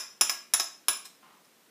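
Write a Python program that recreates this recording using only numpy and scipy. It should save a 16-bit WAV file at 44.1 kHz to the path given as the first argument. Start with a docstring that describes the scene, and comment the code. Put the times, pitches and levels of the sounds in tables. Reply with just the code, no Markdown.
"""Spoon tapping a china dish

A steel spoon taps the rim of a small china dish over a mixing bowl, about three times a second, in a
tiled kitchen. Each tap is a hard knock that sets spoon and dish ringing, mostly with a lighter second
contact just after. Then the spoon scrapes briefly off the rim and the food slides softly into the bowl."""
import sys
import numpy as np
from scipy import signal
from scipy.fft import rfft, irfft
from scipy.io import wavfile

SR = 44100
rng = np.random.default_rng(int(sys.argv[2]) if len(sys.argv) > 2 else 0)


def materialize(psi):
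    """Save the field psi as 16-bit PCM at rate SR to the path in sys.argv[1].

    A 1-D psi becomes a single channel; in a 2-D psi each row is a channel.
    """
    bounded = np.clip(np.atleast_2d(psi).T, -1, 1)
    quanta = np.round(bounded * 32767).astype(np.int16)
    wavfile.write(sys.argv[1], SR, quanta)


N = 74970

# Spoon-on-rim hits; those before zero ring into the opening:
# (time [s], knock level [dB], dish ring level [dB], spoon ring level [dB], spoon tilt [dB/octave])
RIM_HITS = [(-0.1, -4, -7, -1, -6), (-0.04, -4, 1.5, -7, -7.5), (0.2107, 1, 3, 2, -3),
            (0.2953, -2.5, 2, -18.5, 5), (0.537, -0.5, -3.5, -1, 1.5), (0.5981, -4, 2.5, -14, -7),
            (0.8835, -0.5, 0, -5.5, 11), (1.054, -30, -22, -34.5, 2), (1.448, -44, -39, -54, -12)]
# Partials of the china dish: (frequency [Hz], level [dB], t60 [s])
CHINA_MODES = [(363, -53.5, 0.19), (644, -40, 0.032), (1091, -35.5, 0.072), (1653, -39, 0.12),
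               (2428, -31, 0.055), (3327, -38, 0.054), (4988, -27, 0.032), (5197, -22, 0.059),
               (5239, -35.5, 0.18)]
# Partials of the steel spoon: (frequency [Hz], level [dB], t60 [s])
STEEL_MODES = [(5284, -33.5, 0.08), (5446, -19, 0.033), (5550, -17, 0.019), (5830, -22.5, 0.039),
               (6400, -30.5, 0.033), (7160, -23, 0.12), (7235, -31, 0.24), (7300, -22, 0.04),
               (9650, -25, 0.034), (10170, -18.5, 0.067), (10305, -19.5, 0.087), (10240, -16.5, 0.021),
               (10594, -15.5, 0.014), (14400, -23, 0.023)]
# Tone of the knock: (frequency [Hz], level [dB])
KNOCK_EQ = [(60, -40), (130, -32), (230, -3.5), (370, -3), (470, -6), (650, 4), (850, 3), (1080, 7.5),
            (1600, 5.5), (2000, 4), (2500, 5), (3100, 2.5), (3850, 7.5), (4500, -5.5), (5200, 7),
            (7200, 7.5), (8400, -3), (10200, 0), (11800, -6), (14500, 4.5), (16000, -27)]
# Early reflections off worktop and tiles: (delay [s], level [dB])
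REFLECTIONS = [(.0023, -12), (.007, -5)]
# Reverb time of the kitchen: (frequency [Hz], t60 [s])
KITCHEN_DECAY = [(150, 0.55), (400, 0.31), (1100, 0.39), (3000, 0.41), (7000, 0.36), (14000, 0.27)]
# Tone of steel scraping china: (frequency [Hz], level [dB])
SCRAPE_EQ = [(80, -35), (200, -11), (1000, -4.5), (2500, -7.5), (3400, -0.5), (4100, 9), (4600, -14),
             (5200, 8.5), (6500, -2.5), (8200, 4.5), (10300, -8), (12000, -9), (14000, 0), (15300, -16)]
# Tone of the sliding food: (frequency [Hz], level [dB])
SLIDE_EQ = [(80, -40), (140, -11), (220, 4), (400, -18), (800, -2.5), (1000, 4.5), (1280, 0), (1600, -9.5),
            (3000, -10.5), (6000, -29), (15000, -35)]
# Tone of the background hiss: (frequency [Hz], level [dB])
ROOM_TONE_EQ = [(25, -48), (60, -30), (100, -18), (150, -3.5), (240, 0), (400, -0.5), (700, -5),
                (1200, -5.5), (2000, -7), (5000, -11), (10000, -13), (15000, -15)]

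PREROLL_S = .2
PREROLL_SAMPLES, TAIL_SAMPLES = int(PREROLL_S * SR), 24000
TIME = np.arange(-PREROLL_SAMPLES, N) / SR
TAIL_TIME = np.arange(TAIL_SAMPLES) / SR


def from_db(db):
    """Decibels to gain."""
    return 10 ** (np.asarray(db) / 20)


def unit_energy(x):
    """Scale to a sum of squares of one."""
    return x / np.sqrt(np.sum(x ** 2) + 1e-20)


def at_hz(curve, hz):
    """Read a curve on a log-frequency axis."""
    freqs, values = np.transpose(curve)
    return np.interp(np.log(np.maximum(hz, 1)), np.log(freqs), values)


def decay(t, t60):
    """Full level until time zero, then 60 dB down every t60 seconds."""
    return np.exp(-np.log(1000) * np.maximum(t, 0) / t60)


def convolve(x, response):
    """Play a sound through an impulse response, keeping its length."""
    return signal.fftconvolve(x, response)[:len(x)]


def equalise(x, eq, size=8192):
    """Minimum-phase EQ: nothing rings ahead of a transient."""
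    gain = from_db(at_hz(eq, np.fft.rfftfreq(size, 1 / SR)))
    cepstrum = irfft(np.log(gain))
    cepstrum[1:size // 2] *= 2
    cepstrum[size // 2 + 1:] = 0
    return convolve(x, irfft(np.exp(rfft(cepstrum))))


def noise(eq):
    """Coloured noise at an rms of one."""
    x = equalise(rng.standard_normal(len(TIME)), eq)
    return x / x.std()


def room_tone():
    """A quiet, steady bed of hiss, fullest in the low mids."""
    return from_db(-62) * noise(ROOM_TONE_EQ)


def kitchen_reverb(x, build_s=0.0013, wet_db=-2.5):
    """Diffuse tail that blooms fast and dies soonest in the top; each send gets its own fine grain."""
    hz = np.fft.rfftfreq(TAIL_SAMPLES, 1 / SR)
    white = rfft(rng.standard_normal(TAIL_SAMPLES))
    edges_hz = [0, 200, 400, 800, 1600, 3200, 6400, 9000, 12500, 22050]
    tail = np.zeros(TAIL_SAMPLES)
    for low, high in zip(edges_hz, edges_hz[1:]):
        band = irfft(white * (hz >= low) * (hz < high))
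        tail += band * decay(TAIL_TIME, at_hz(KITCHEN_DECAY, (low + high) / 2))
    bloom = 1 - np.exp(-TAIL_TIME / build_s)
    return from_db(wet_db) * convolve(x, unit_energy(tail * bloom))


def with_reflections(x):
    """The direct sound plus its first bounces off worktop and tiles."""
    return x + sum(from_db(db) * np.pad(x, (round(delay * SR), 0))[:len(x)] for delay, db in REFLECTIONS)


def friction(eq, start_s, attack_s, hold_s, t60_s, rough_db, grain_s=.004):
    """Rubbing noise with an attack, a hold and a release, roughened by uneven grip."""
    t = TIME - start_s
    envelope = np.clip(t / attack_s, 0, 1) * decay(t - attack_s - hold_s, t60_s)
    grip = np.interp((TIME + PREROLL_S) / grain_s, np.arange(N), rng.standard_normal(N))
    return envelope * from_db(rough_db * grip) * noise(eq)


def food_slide():
    """Food slips into the bowl: a soft, dull rub that trails away."""
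    rub = friction(SLIDE_EQ, start_s=1.22, attack_s=0.0091, hold_s=0.066, t60_s=0.52, rough_db=2.5)
    return from_db(-60) * rub


def spoon_scrape():
    """Steel drags off the china rim: a short, bright rasp."""
    rub = friction(SCRAPE_EQ, start_s=1.042, attack_s=0.0097, hold_s=0.0098, t60_s=0.034, rough_db=1)
    return from_db(-47) * rub


def dense_ring(decay_s, size=4096):
    """Countless close modes of even strength dying together, at an energy of one."""
    t = np.arange(size) / SR
    spectrum = rfft(rng.standard_normal(size) * decay(t, decay_s))
    flat_burst = irfft(spectrum / np.abs(spectrum))
    return unit_energy(flat_burst * decay(t, 2 * decay_s))


def rim_knock():
    """The hard transient of steel meeting china: a sharp crack layered on a short body."""
    crack = from_db(-5) * dense_ring(decay_s=0.0046)
    body = from_db(-1.27) * dense_ring(decay_s=0.061)
    return equalise(np.pad(crack + body, (0, TAIL_SAMPLES - len(body))), KNOCK_EQ)


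def ring(modes):
    """A struck object's partials: decaying sines of alternating polarity."""
    return sum((-1) ** k * from_db(db) * np.sin(2 * np.pi * hz * TAIL_TIME) * decay(TAIL_TIME, t60)
               for k, (hz, db, t60) in enumerate(modes))


def spoon_tap(knock_db, dish_db, spoon_db, tilt_db_per_octave, pivot_hz=7500):
    """One hit with its reverb: knock, dish ring and spoon ring, balanced by where the two meet."""
    knock = from_db(knock_db) * rim_knock()
    spoon_modes = [(hz, db + tilt_db_per_octave * np.log2(hz / pivot_hz), t60)
                   for hz, db, t60 in STEEL_MODES]
    ringing = from_db(dish_db) * ring(CHINA_MODES) + from_db(spoon_db) * ring(spoon_modes)
    reverb_send = knock + from_db(-3.5) * ringing
    return with_reflections(knock) + ringing + kitchen_reverb(reverb_send)


def spoon_tapping():
    """Every hit on the rim laid on its cue, tails overlapping."""
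    track = np.zeros(len(TIME) + TAIL_SAMPLES)
    for time_s, *balance in RIM_HITS:
        start = PREROLL_SAMPLES + round(time_s * SR)
        track[start:start + TAIL_SAMPLES] += spoon_tap(*balance)
    return track[:len(TIME)]


def scene():
    """Mono mix: taps up front, scrape and sliding food far below them, room tone underneath."""
    taps = spoon_tapping()
    rubbing = spoon_scrape() + food_slide()
    mix = taps + rubbing + kitchen_reverb(rubbing) + room_tone()
    return mix[None, PREROLL_SAMPLES:]


def record(dry, cutoff_hz=15250):
    """A steep low-pass takes the very top off the mix."""
    return signal.sosfilt(signal.ellip(10, .2, 70, cutoff_hz, fs=SR, output="sos"), dry)


dry = scene()
out = record(dry)
materialize(out)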